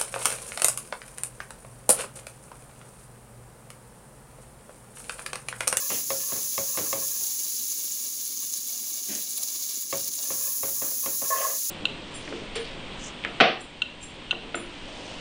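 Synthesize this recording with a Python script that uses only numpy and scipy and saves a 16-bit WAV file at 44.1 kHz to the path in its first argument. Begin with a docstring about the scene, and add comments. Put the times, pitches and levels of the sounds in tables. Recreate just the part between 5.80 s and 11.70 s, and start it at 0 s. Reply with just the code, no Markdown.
"""Butter sizzles in a hot frying pan, heard in mono from close by the kitchen stove.
The lump is pushed round, left to melt, then pushed round again. Countless tiny steam bubbles
burst in the fat and a few larger ones spit. The utensil knocks and rubs the pan, which rings and
thuds on the stove; near the end one hard scrape makes the metal squawk. Behind it all lies a low,
wavering rush: room noise coloured by the resonance of the camera body."""
import sys
import numpy as np
from scipy import signal
from scipy.fft import rfft, irfft, next_fast_len
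from scipy.io import wavfile

SR = 44100
rng = np.random.default_rng(int(sys.argv[2]) if len(sys.argv) > 2 else 0)


def transcribe(signal):
    """Save signal, clipped to [-1, 1], as a 16-bit WAV file at the path in sys.argv[1]."""
    frames = np.atleast_2d(signal).T
    limited = np.clip(frames, -1, 1)
    pcm = np.round(limited * 32767).astype(np.int16)
    wavfile.write(sys.argv[1], SR, pcm)


N = 260190
TIME = np.arange(N) / SR

# modes of the rubbed pan: f/Hz, nominal width/Hz, level under a light touch/dB, level pressed hard/dB
RUBBED_MODES = [(474, 26, -21, -16), (545, 30.5, 4, 3), (605, 33, -3, -1), (641, 15, -15, 1),
                (683, 57, -19, -19), (1089, 16.4, 6.5, 0.5), (1137, 85, -0.5, -6.5), (1724, 40, 0.5, -5),
                (1930, 200, -19.5, -15), (2540, 180, -7.5, -21)]


def sizzle(gain_db=3.5, clump_db=6.5, hiss_db=-6, patter_db=-16):
    """Bubbles burst in clumps over a fine hiss; butter spread thin boils brighter and more evenly."""
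    # boiling of the fat: t/s, relative level/dB, treble lift as the butter thins/dB
    boil = [(0, -34, 4), (.45, -33, 3.5), (1, -34, 4), (1.2, -33.5, 4), (1.5, -31.5, 3), (2.1, -32, 2.5),
            (2.5, -32.6, 1.9), (3.2, -32.5, 1.97), (3.85, -31, 1.5), (4.4, -32, 1.8), (4.55, -34, 4.6),
            (4.76, -36, 7.5), (5.35, -34.8, 6), (5.65, -33.3, 4), (5.9, -33.5, 4)]
    # spectrum of the bursting bubbles: f/Hz, level/dB
    fizz = [(800, -34.5), (1500, -22), (2500, -17), (3200, -15), (3900, -9.5), (5200, -1.5), (6500, 8),
            (7150, 5.5), (8000, -7), (9200, -5), (10800, 3.5), (12300, -4), (13900, -9.5), (14700, 3.5),
            (15700, 2.5)]
    # modes of the pan under the fat: f/Hz, nominal width/Hz, level/dB
    patter_modes = [(585, 58, 0), (1117, 110, -2), (1673, 42, -2.5), (2271, 32, 4.5), (2856, 64, 5),
                    (3685, 230, 7), (3950, 103, 13), (4580, 390, 10)]
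    times, levels, lifts = np.transpose(boil)
    boil_db, thin_db = np.interp(TIME, times, levels), np.interp(TIME, times, lifts)
    unrest = np.clip(0.5 - 0.074 * thin_db, .2, 2)
    clumps = amp(clump_db * unrest * drift(rate_hz=26))
    bursts = clumps * bubbles(per_s=3000, spread_db=5.5)
    hiss = amp(hiss_db) / unrest * rng.standard_normal(N)
    in_air = unit_rms(colour(bursts + hiss, fizz))
    highpass = signal.firwin2(63, [0, 7000, 13500, SR / 2], [0, 0, 1, 1], fs=SR)
    treble_lift = signal.oaconvolve(in_air, highpass, "same") * (amp(thin_db) - 1)
    # the bigger bubbles of a thick pool also shake the metal
    in_metal = amp(patter_db - thin_db) * resonances(clumps * rng.standard_normal(N), patter_modes)
    return amp(boil_db + swells_db() + gain_db) * (in_air + treble_lift + in_metal)


def bubbles(per_s, spread_db, spurt_db=3, classes=16):
    """Steam bubbles burst with brief snaps; each size class has its own pitch and its own spurts."""
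    t, out = np.arange(100) / SR, np.zeros(N)
    for hz in np.linspace(2500, 17000, classes):
        at = np.flatnonzero(rng.random(N) < per_s / classes / SR)
        strength_db = spread_db * (hz / 9000) ** 0.5 * np.minimum(rng.exponential(1, len(at)), 3)
        clicks = np.zeros(N)
        clicks[at] = amp(strength_db + spurt_db * drift(rate_hz=25)[at]) * rng.choice([-1, 1], len(at))
        snap = np.exp(-t / 0.00031) * np.cos(2 * np.pi * hz * t)
        out += unit_rms(pan_walls(np.convolve(clicks, snap)[:N]))
    return unit_rms(out)


def pan_walls(snaps, echo_db=-3, t60=0.086):
    """Each snap bounces about between the walls of the pan."""
    t = np.arange(1024) / SR
    echoes = rng.standard_normal(len(t)) * amp(-60 * t / t60) * (t > .0005)
    return snaps + amp(echo_db) * signal.oaconvolve(snaps, echoes / np.linalg.norm(echoes))[:N]


def swells_db():
    """The sizzle flares up or dips briefly, each time in one smooth arch."""
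    # flares and dips: middle t/s, length/s, level change/dB
    arches = [(0.163, 0.16, 2), (0.244, .11, -3), (1.167, .08, -1.5), (2.357, 0.073, -1.5),
              (3.358, 0.14, 1.5), (3.477, .06, -3), (4.062, 0.11, -5), (4.27, 0.08, 1), (4.304, 0.034, -4),
              (4.663, 0.21, 1.5), (5.496, 0.059, 2.5)]
    return sum(db * np.cos(np.pi * np.clip((TIME - s) / length, -.5, .5)) ** 2
               for s, length, db in arches)


def spits(decay_s=0.0014):
    """A large bubble bursts with a short puff around its own pitch."""
    # single bursts of fat: t/s, level/dB, f/Hz
    bursts = [(2.875, -22, 11100), (3.493, -24, 10500), (3.507, -22, 7600), (3.909, -23, 6560),
              (4.172, -21, 10200), (4.244, -21.5, 6660), (4.354, -22, 10100), (4.39, -25.5, 5030),
              (4.429, -27.5, 7000)]
    t, out = np.arange(800) / SR, np.zeros(N)
    for s, db, hz in bursts:
        puff = resonances(rng.standard_normal(len(t)), [(hz, hz / 4, 0)])
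        add(out, s, amp(db) * puff * np.exp(-t / decay_s))
    return out


def knocks(free_db=10, gripped_db=2.5, free_t60=1.6, gripped_t60=0.13, thud_t60=0.34, tail_t60=0.95):
    """Each blow rings the pan and jolts it against the stove; a firm grip chokes the ring."""
    # blows: t/s, relative level/dB, contact/ms, grip (0 the utensil bounces off, 1 it stays pressed on)
    blows = [(.102, -35.5, 0.17, 0.93), (.116, -38, .28, 0.89), (.175, -51, .25, 0.56),
             (.3037, -35, .13, 0.15), (.5195, -37, 0.44, 1), (.562, -43.5, 0.62, 0.69),
             (.7785, -35.5, .14, .15), (0.9726, -31.5, .16, 0.97), (.986, -36, 0.1, 0.82),
             (1.1284, -36, 0.13, 0.054), (1.160, -44, .42, 0.11), (1.409, -50, 0.97, 1),
             (4.1263, -34, 0.21, 0.25), (4.5026, -38.5, 0.51, .65), (4.578, -54, 0.8, 0.82),
             (4.8322, -37, 0.27, 0.44), (4.88, -46, 0.45, 0.6), (5.0171, -37, 0.38, 0.77),
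             (5.114, -50, 0.45, 0.58), (5.2594, -37, 0.17, .55), (5.4175, -39.5, 0.45, 0.6)]
    # modes of the struck pan: f/Hz, level/dB, t60 before the utensil's damping/s
    struck_modes = [(379, -25, 0.84), (518, -1, 0.03), (547.6, 0, 0.29), (539, -16.5, 1), (646.5, -8, 0.26),
                    (824, -7, 0.03), (1092, -4, 0.095), (975, -5, 0.013), (1050, -2, 0.017),
                    (1226, -5, 0.056), (1755, -7.5, 0.024), (2108, -5, 0.05), (2294, -13, 0.15),
                    (2660, -3, 0.025), (3344, -12, 0.09), (3800, -6.5, 0.041), (5300, 2.5, 0.03)]
    # spectrum of the pan hitting the stove: f/Hz, level/dB
    thud_spectrum = [(30, -24), (70, -10), (130, -5), (250, -2), (450, 1), (650, -6), (850, -6.5),
                     (1150, -10.5), (1500, -11), (2800, -16), (5000, -15.5), (9000, -92)]
    # spectrum of stove and room after a blow: f/Hz, level/dB
    tail_spectrum = [(30, -27), (110, 9.5), (220, 2.5), (420, -17), (750, -35), (1200, -14), (3000, -48),
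                     (6000, -54)]
    t, out = np.arange(SR) / SR, np.zeros(N)
    hz, mode_db, t60 = np.transpose(struck_modes)[:, :, None]
    signs = (-1) ** np.arange(len(hz))[:, None]  # neighbouring modes start in opposite directions
    thud_attack = 1 - np.exp(-t / 0.0008)
    for s, db, contact_ms, grip in blows:
        # each spot on the pan rings a little differently
        spot_db, detune = rng.uniform(-1.06, 1, (2, len(hz), 1))
        push = 1 / (1 + (hz * contact_ms / 1000) ** 2)  # a longer contact is duller
        tones = signs * np.sin(2 * np.pi * hz * (1 + 0.0097 * detune) * t)
        ring = (push * amp(mode_db + spot_db - 60 * t / t60) * tones).sum(0)
        ring_db = free_db + grip * (gripped_db - free_db)
        damping_t60 = free_t60 * (gripped_t60 / free_t60) ** grip
        add(out, s, amp(db + ring_db - 60 * t / damping_t60) * ring)
        thud = unit_rms(colour(gritty_noise(SR, grit=0.45), thud_spectrum)) * amp(-60 * t / thud_t60)
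        tail = unit_rms(colour(rng.standard_normal(SR), tail_spectrum)) * amp(-18 - 60 * t / tail_t60)
        add(out, s, amp(db - 1) * (thud + tail) * thud_attack)
    return out


def scrape(level_db=-32.5, waver=0.013, upper_db=-13):
    """The utensil catches, chatters, and locks now and then onto two pan modes."""
    # moments of squeal: t/s, length/s, level/dB
    squeals = [(5.504, 0.014, -28), (5.521, .02, -24.5), (5.555, 0.035, -30), (5.647, 0.0073, -28),
               (5.703, 0.022, -43.5)]
    # the two squealing modes: f/Hz
    squeal_hz = [1078, 1724]
    pressure = amp(level_db) * envelope(start_s=5.501, length_s=0.18, rise_s=0.0039, t60=0.28)
    modes = [(hz, width, hard) for hz, width, light, hard in RUBBED_MODES]
    chatter = friction(modes, slips_per_s=2700, uneven_db=1.5)
    pitches = [hz * (1 + waver * drift(rate_hz=90)) for hz in squeal_hz]
    lower, upper = (unit_rms(np.sin(2 * np.pi * np.cumsum(hz) / SR)) for hz in pitches)
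    squeal = gestures(squeals, rise_s=0.0053, t60=.07) * (lower + amp(upper_db) * upper)
    return pressure * chatter + squeal


def stirring():
    """The utensil slides quietly on the greased metal and rasps where its edge digs in."""
    # sliding strokes: t/s, length/s, level/dB
    strokes = [(-.05, 0.17, -47), (.37, 0.15, -47.5), (.58, 0.09, -57.5), (.83, 0.34, -51),
               (1.18, .14, -55.5), (4.42, 0.3, -51), (4.88, 0.54, -56), (5.4, 0.47, -61)]
    # digs of the edge: t/s, length/s, relative level/dB
    digs = [(.09, 0.062, -41.5), (.39, 0.027, -52), (5.565, 0.046, -43.5)]
    # spectrum of the rasp: f/Hz, level/dB
    rasp_spectrum = [(900, -24), (1600, -36), (1880, -4), (2300, -4.5), (2850, 2), (3400, -3), (6000, -49)]
    modes = [(hz, width, light) for hz, width, light, hard in RUBBED_MODES]
    rub = friction(modes, slips_per_s=2500, uneven_db=4.5)
    rasp = amp(-1) * unit_rms(colour(gritty_noise(N, grit=0.36), rasp_spectrum))
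    return gestures(strokes, rise_s=0.053, t60=0.51) * rub + gestures(digs, rise_s=0.015, t60=0.27) * rasp


def friction(modes, slips_per_s, uneven_db):
    """Tiny slips of the utensil drive the resonances of the pan."""
    slips = rng.standard_normal(N) * (rng.random(N) < slips_per_s / SR)
    return resonances(slips * amp(uneven_db * drift(rate_hz=11)), modes)


def scuffs(reference_hz=215):
    """Soft brushing close to the microphone; a lighter scuff has the same colour, pitched higher."""
    # scuffs: t/s, length/s, level/dB, f/Hz
    brushes = [(3.276, 0.079, -41.5, 215), (3.574, .04, -52, 585), (4.371, 0.047, -51, 570)]
    # spectrum of a scuff at the reference pitch: f/Hz, level/dB
    spectrum = [(35, -38), (60, -21), (113, -26), (215, -2.5), (503, -15.5), (577, -13), (1080, -29),
                (1180, -26), (1350, -32), (1550, -18), (3500, -18.5), (4550, -28), (7700, -120)]
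    out = np.zeros(N)
    for s, length, db, hz in brushes:
        shifted = [(f * hz / reference_hz, level) for f, level in spectrum]
        brush = unit_rms(colour(rng.standard_normal(N), shifted))
        out += amp(db) * envelope(s, length, rise_s=0.02, t60=0.34) * brush
    return out


def metal_rings():
    """Lightly touched metal sings faintly for a second, barely damped."""
    # ringing tones: t/s, f/Hz, level/dB, t60/s
    tones = [(1.405, 880, -56.5, 1.2), (2.893, 735, -63.5, 7.3)]
    t, out = np.arange(SR) / SR, np.zeros(N)
    for s, hz, db, t60 in tones:
        add(out, s, amp(db - 60 * t / t60) * np.sin(2 * np.pi * hz * t))
    return out


def background_rush(level_db=-60, waver_db=2.46):
    """A low, wavering rush: room noise coloured by the resonance of the camera body."""
    # room noise with the camera body's bump at 200-350 Hz: f/Hz, level/dB
    spectrum = [(25, -17), (70, -18), (115, -8.5), (160, -14.5), (215, 0.5), (320, -0.5), (480, -8),
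                (640, -46), (820, -25), (1500, -28), (5000, -39)]
    gain = amp(level_db + waver_db * drift(rate_hz=29))
    return gain * unit_rms(colour(rng.standard_normal(N), spectrum))


def amp(db):
    """Decibels to gain."""
    return 10 ** (np.asarray(db) / 20)


def unit_rms(x):
    """Scales to rms 1."""
    return x / np.sqrt(np.mean(x ** 2) + 1e-20)


def add(mix, s, sound):
    """Mixes a sound in at s seconds."""
    part = mix[max(round(s * SR), 0):][:len(sound)]
    part += sound[:len(part)]


def gritty_noise(size, grit):
    """Noise that grows spikier with grit."""
    return rng.standard_normal(size) * np.exp(grit * rng.standard_normal(size))


def colour(x, spectrum, size=4096):
    """Causal filter with a spectrum of (f/Hz, level/dB), so clicks keep their sharp start."""
    hz, db = np.transpose(spectrum)
    bin_hz = abs(np.fft.fftfreq(size, 1 / SR))
    log_gain = np.log(amp(np.interp(np.log(bin_hz + 1), np.log(hz + 1), db)))
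    minimum_phase = np.exp(np.conj(signal.hilbert(log_gain)))
    taps = np.fft.ifft(minimum_phase).real[:size // 2]
    return signal.oaconvolve(x, taps)[:len(x)]


def drift(rate_hz):
    """Smooth random wandering of rms 1, mostly between 4 Hz and rate_hz."""
    size = next_fast_len(N)
    hz = np.fft.rfftfreq(size, 1 / SR)
    spectrum = rfft(rng.standard_normal(size)) * (hz > 4) / (1 + (hz / rate_hz) ** 2)
    return unit_rms(irfft(spectrum, size)[:N])


def resonances(drive, modes):
    """Rings steep modes of (f/Hz, nominal width/Hz, level/dB), each two broader peaks in series."""
    out = np.zeros(len(drive))
    for hz, width, db in modes:
        peak = signal.iirpeak(hz, hz / (2 * width), fs=SR)
        out += amp(db) * signal.lfilter(*peak, signal.lfilter(*peak, drive))
    return unit_rms(out)


def envelope(start_s, length_s, rise_s, t60):
    """Rises, holds until length_s after the start, then dies away."""
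    t = TIME - start_s
    return np.clip(t / rise_s, 0, 1) * amp(-60 * np.maximum(t - length_s, 0) / t60)


def gestures(events, rise_s, t60):
    """The joint envelope of events given as (t/s, length/s, level/dB)."""
    return sum(amp(db) * envelope(s, length, rise_s, t60) for s, length, db in events)


def scene():
    """Everything at the stove, as one microphone hears it."""
    pan = sizzle() + spits() + knocks() + metal_rings() + stirring() + scrape()
    return (pan + background_rush() + scuffs())[None]


def record(dry):
    """The recorder cuts off the highest treble."""
    lowpass = signal.firwin(601, cutoff=15770, window=("kaiser", 9), fs=SR)
    return signal.oaconvolve(dry, lowpass[None], "same")


dry = scene()
out = record(dry)
transcribe(out)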